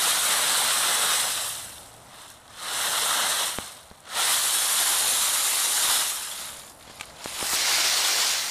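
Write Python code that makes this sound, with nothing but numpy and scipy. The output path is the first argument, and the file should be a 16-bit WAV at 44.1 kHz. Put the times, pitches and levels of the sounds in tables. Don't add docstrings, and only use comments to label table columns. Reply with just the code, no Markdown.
import sys
import numpy as np
from scipy import signal
from scipy.fft import rfft, irfft
from scipy.io import wavfile
from scipy.ndimage import uniform_filter1d

SR = 44100
rng = np.random.default_rng(int(sys.argv[2]) if len(sys.argv) > 2 else 0)


def materialize(psi):
    bounded = np.clip(np.atleast_2d(psi).T, -1, 1)
    quanta = np.round(bounded * 32767).astype(np.int16)
    wavfile.write(sys.argv[1], SR, quanta)


N = 374850
T = np.arange(N) / SR


def amp(db):
    return 10 ** (np.asarray(db) / 20)


def unit_rms(x):
    return x / np.sqrt(np.mean(x ** 2) + 1e-20)


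def spectrum_at(points, hz):
    point_hz, value = np.transpose(points)
    return np.interp(np.log(hz + 1), np.log(point_hz + 1), value)


def curve_at(rows, t, column=1):
    rows = np.asarray(rows)
    return np.interp(t, rows[:, 0], rows[:, column])


def wander(per_s):
    knots = rng.standard_normal(4096)
    return unit_rms(np.interp(T * per_s, np.arange(len(knots)), knots))


def swell_db(t, full_s, until_s, rise_s, fall_db_per_s):
    return -10 * (np.maximum(full_s - t, 0) / rise_s) ** 2 - fall_db_per_s * np.maximum(t - until_s, 0)


def murmur(level_db=-51, waver_db=1.7):
    # frequency in Hz, relative spectral density in dB.
    density = [(20, -11), (40, -12), (72, -1.5), (95, -6.5), (118, -5.5), (150, -6), (280, -8.5),
               (420, -11), (620, -3.5), (1000, -6.5), (1600, -14), (4000, -27), (10000, -24.5),
               (15000, -38)]
    hz = np.fft.rfftfreq(N, 1 / SR)
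    noise = irfft(rfft(rng.standard_normal(N)) * amp(spectrum_at(density, hz)), N)
    return unit_rms(noise) * amp(level_db + waver_db * wander(3.83))


def hum(pitch_hz=116, sag_hz=3, waver_hz=2.0, level_db=-58.5, waver_db=1.5, peak_s=1.26):
    envelope_db = swell_db(T, peak_s, peak_s, rise_s=0.072, fall_db_per_s=8)
    turns = np.cumsum(pitch_hz - sag_hz * (1 - amp(envelope_db)) + waver_hz * wander(17)) / SR
    return amp(level_db + envelope_db + waver_db * wander(11.1)) * unit_rms(np.sin(2 * np.pi * turns))


def knocks(soft_hz=1900):
    # start in seconds, level in dB, sharpness in Hz, relative level of the thud in dB.
    impacts = [(3.5863, -8, 1110, -22), (3.914, -41.5, 546, 1), (5.891, -30, 404, -10),
               (6.877, -32, 400, -21), (6.899, -29, 700, -27), (6.913, -35, 400, -18),
               (7.259, -14, 800, -36), (7.4273, -12, 910, -26), (7.5343, -16, 1000, -25)]
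    # frequency in Hz, level in dB, time to decay by 60 dB in seconds.
    modes = [(85, -11, 0.14), (216, 0, 0.031), (456, -1, 0.017), (885, 16.5, 0.0033), (1660, -2, 0.0044)]
    out, t = np.zeros(N), np.arange(SR // 10) / SR
    thud = sum(np.sin(2 * np.pi * hz * t) * amp(db - 60 * t / t60) for hz, db, t60 in modes)
    finger = signal.butter(1, soft_hz, fs=SR)
    for start_s, db, sharp_hz, thud_db in impacts:
        scaled_time = np.pi * sharp_hz * t
        pulse = scaled_time * np.exp(-scaled_time)
        swing = signal.lfilter(*finger, -np.diff(pulse, prepend=0))
        add(out, start_s, amp(db) * (swing / abs(swing).max() + amp(thud_db) * thud))
    return out


def add(mix, start_s, sound):
    part = mix[round(start_s * SR):][:len(sound)]
    part += sound[:len(part)]


def twigs(splinter_t60_s=0.024, splinter_band_hz=(3000, 9000)):
    # start in seconds, level in dB, relative level of the splintering in dB.
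    snaps = [(6.9985, -28, -6), (7.010, -18.5, -5), (7.032, -28, -24), (7.037, -33, -15), (7.2428, -33, 7),
             (7.391, -23, -13), (7.4098, -19, -10.5)]
    # nominal frequency in Hz, level in dB, time to decay by 60 dB in seconds.
    modes = [(860, -15, 0.043), (1220, -8, 0.026), (1600, -13, 0.044), (2290, 0, 0.015), (2700, -6, 0.024),
             (3120, -4, 0.015)]
    out, t = np.zeros(N), np.arange(SR // 20) / SR
    bright = signal.butter(2, splinter_band_hz, "bandpass", fs=SR)
    for start_s, db, splinter_db in snaps:
        ring = 0
        for hz, mode_db, t60 in modes:
            turns = hz * rng.uniform(0.92, 1.04) * t + rng.random()
            ring += amp(mode_db - 60 * t / t60) * np.sin(2 * np.pi * turns)
        burst = rng.standard_normal(len(t)) * amp(splinter_db - 60 * t / splinter_t60_s)
        add(out, start_s, amp(db) * (ring / abs(ring).max() + signal.lfilter(*bright, burst)))
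    return out


def crack(hz, cycles=6.8, q=2.14):
    t = np.arange(768) / SR
    flutter = rng.standard_normal(len(t)) * np.exp(-t / (cycles / hz + 0.00061))
    sound = signal.lfilter(*signal.iirpeak(hz, q, fs=SR), flutter)
    return sound / np.linalg.norm(sound)


def ticks(stray_per_s=14, stray_db=-43, spread_db=1.5, low_hz=3200, high_hz=10000):
    # start in seconds, peak level in dB, pitch in Hz.
    loudest = [(1.781, -31, 3700), (2.146, -41, 3400), (2.302, -32, 8800), (2.479, -40, 4050),
               (6.15, -36, 3770), (6.593, -31, 9000), (6.826, -37, 3980), (7.0555, -32, 9000)]
    out = np.zeros(N)
    gap, size, pitch = rng.random((300, 3)).T
    starts_s = np.cumsum(-np.log(1 - gap)) / stray_per_s
    peaks_db = stray_db - spread_db * np.log(1 - size)
    pitches_hz = low_hz * (high_hz / low_hz) ** pitch
    for start_s, db, hz in np.vstack([loudest, np.c_[starts_s, peaks_db, pitches_hz]]):
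        leaf = crack(hz, cycles=4.8, q=5.5)
        add(out, start_s, amp(db) * leaf / abs(leaf).max())
    return out


def crackle(cracks_per_s, spread_db=1.5, clump_db=0.74, clumps_per_s=40, leaf_db=2.5, sizes=36):
    clumps = clump_db * wander(clumps_per_s)
    chance = cracks_per_s / sizes / SR
    out, power = np.zeros(N), 0
    for hz in np.linspace(500 ** .5, 14000 ** .5, sizes) ** 2:
        activity = amp(2 * (clumps + leaf_db * wander(clumps_per_s)))
        at = np.flatnonzero(rng.random(N) < chance * activity)
        size_db = spread_db * np.minimum(rng.standard_exponential(N)[at], 4.5)
        train, leaf = np.zeros(N), crack(hz)
        train[at] = amp(size_db) * (-1.) ** at / np.sqrt(chance[at])
        out += signal.oaconvolve(train, leaf)[:N]
        power = power + abs(rfft(leaf, 4096)) ** 2
    spectrum = rfft(out)
    mean_power = np.interp(np.linspace(0, 1, len(spectrum)), np.linspace(0, 1, len(power)), power)
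    return unit_rms(irfft(spectrum / np.sqrt(mean_power), N))


def reflection_db(hz, t, fade_hz=6400, repeat_share=0.33):
    # time in seconds, echo strength from 0 to 1, delay in milliseconds.
    echo_path = [(0, 0.37, 0.41), (1.3, 0.5, 0.437), (3.1, 0.7, 0.42), (4.4, 0.41, 0.42), (5.5, 0.26, 0.4),
                 (6.3, 0.33, 0.44), (7.4, 0, 0.2), (8.5, 0.2, 0.2)]
    strength = np.outer(1 / (1 + (hz / fade_hz) ** 4), curve_at(echo_path, t))
    delay_s = curve_at(echo_path, t, column=2) / 1000
    echo = strength * np.exp(-2j * np.pi * np.outer(hz, delay_s))
    return 20 * np.log10(abs((1 - echo) / (1 - repeat_share * echo)))


def colour(hz, t):
    # frequency in Hz, relative spectral density in dB.
    digging = [(50, -25), (120, -6), (250, -5), (380, -9.5), (520, 1), (700, 1.7), (1250, 4), (2000, 2.1),
               (3000, 1.5), (4000, 3), (5500, -6), (6800, -6.5), (8300, -3), (10000, -7.5), (12500, -14.5),
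               (15000, -20)]
    tossing = [(120, -28), (250, -16), (420, -16), (780, -6.5), (1500, -6.5), (2200, -5), (3800, 1.5),
               (6000, -4.5), (7200, 2.6), (8000, -1.5), (9300, 2.5), (11500, -0.5), (13000, -9),
               (15000, -15)]
    sliding = [(120, -39), (300, -15.5), (450, -13.5), (750, -5.5), (1200, -6), (2000, -4), (2600, -3),
               (4000, 2), (6000, 2.5), (9300, 2), (15000, -6)]
    # time in seconds, blend of motions (0 digging, 1 tossing, 2 sliding).
    motion = [(0, 0.69), (.5, 0), (3.6, 0.34), (4.2, 0.2), (4.9, 1.04), (7.4, 1.18), (7.5, 2)]
    # centre in Hz, width in Hz, gain in dB.
    housing = [(1280, 240, 1.5), (2040, 180, 2), (4200, 100, 1.8), (4790, 400, -0.5), (5330, 900, 2),
               (9100, 500, 1.7)]
    shares = np.maximum(1 - abs(curve_at(motion, t) - np.arange(3)[:, None]), 0)
    direct_db = np.transpose([spectrum_at(kind, hz) for kind in (digging, tossing, sliding)]) @ shares
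    housing_db = sum(db / (1 + (2 * (hz - centre) / width) ** 2) for centre, width, db in housing)
    return direct_db + reflection_db(hz, t) + housing_db[:, None]


def stir(t, rest_db=-62, uneven_db=0.37, uneven_per_s=14):
    # start and end of full swing and build-up time in
    # seconds, settling in dB per second, crunch level in dB, relative levels of body and fizz in dB.
    surges = [(0.0, 1.198, 0.09, 49, -29.0, -3, 2.65), (1.4, 1.446, 0.16, 46.5, -35.5, -6.5, 4.5),
              (2.176, 2.302, 0.11, 117, -50.5, -0.5, 0), (2.813, 3.434, 0.19, 63, -31, -1.5, 1.5),
              (3.67, 3.666, 0.066, 146, -44.5, -1.5, -6), (4.233, 6.006, 0.11, 51, -30, -4.5, 3.8),
              (6.27, 6.43, 0.13, 45, -41, -2.5, 1.7), (6.934, 7.034, 0.092, 70, -51, -7, -4.5),
              (7.31, 7.397, 0.12, 51, -41, -4, 0.5), (7.547, 7.536, 0.18, 300, -31.5, -2, 3),
              (7.575, 8.27, 0.048, 29, -25.5, -7.5, -6.5)]
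    # centre in seconds, half length in seconds, push in dB.
    shoves = [(0.062, 0.07, 2.5), (0.215, 0.027, -2.5), (0.658, 0.3, 2), (1.043, 0.11, 2.5),
              (3.188, 0.17, 2.8), (4.227, 0.12, 4.5), (4.81, 0.085, 2.5), (4.967, 0.069, 2.5),
              (5.5, 0.028, 0.5), (5.935, 0.085, 3.8), (6.763, 0.04, -12), (7.612, 0.054, -4),
              (7.831, 0.31, 2.5), (8.432, 0.03, -0.5)]
    push_shares = (1.0, 0.55, 0.25)
    build_lag_s, settle_lag_s = np.vstack([-0.017, 0, 0.035]), np.vstack([-0.012, 0, 0.013])
    power = amp(rest_db) ** 2
    for full_s, until_s, rise_s, fall, db, body_db, fizz_db in surges:
        shape_db = swell_db(t, full_s + build_lag_s, until_s + settle_lag_s, rise_s, fall)
        power = power + amp(db + np.vstack([body_db, 0, fizz_db]) + shape_db) ** 2
    push_db = sum(db * np.exp(-((t - s) / half_s) ** 2) for s, half_s, db in shoves)
    push_db += uneven_db * np.interp(t, T, wander(uneven_per_s))
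    return 10 * np.log10(power) + np.outer(push_shares, push_db)


def leaves(full_per_s=24000, idle_per_s=600, rub_share=0.36, patchy_db=1.5):
    registers = [(500, 2000), (2500, 6000), (7000, 14000)]
    hz, t, hiss = signal.stft(rng.standard_normal(N), SR, nperseg=512)
    levels_db = stir(t)
    crunch_db = np.interp(T, t, levels_db[1])
    cracks_per_s = idle_per_s + full_per_s * amp(1.3 * (crunch_db - crunch_db.max()))
    cracks = signal.stft(crackle(cracks_per_s), SR, nperseg=512)[2]
    rustle = np.sqrt(1 - rub_share) * cracks + np.sqrt(rub_share) * hiss
    colour_db = colour(hz, t)
    patches = uniform_filter1d(rng.standard_normal(rustle.shape), size=2, axis=0)
    patches = uniform_filter1d(patches, size=9, axis=1)
    gain_db = colour_db + patchy_db * unit_rms(patches)
    centres = np.mean(registers, axis=1)
    for (low, high), level_db, selector in zip(registers, levels_db, np.eye(len(centres))):
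        band_power = (amp(colour_db[(hz > low) & (hz < high)]) ** 2).sum(0) / len(hz)
        band_weight = spectrum_at(np.c_[centres, selector], hz)
        gain_db += np.outer(band_weight, level_db - 10 * np.log10(band_power))
    return signal.istft(rustle * amp(gain_db), SR)[1][:N]


def scene():
    mono = leaves() + ticks() + twigs() + knocks() + murmur() + hum()
    return np.array([mono, mono])


def record(dry):
    edge_hz = 15080
    lowpass = signal.firwin(601, edge_hz, window=("kaiser", 9), fs=SR)
    return signal.oaconvolve(dry, lowpass[None], "same")


dry = scene()
out = record(dry)
materialize(out)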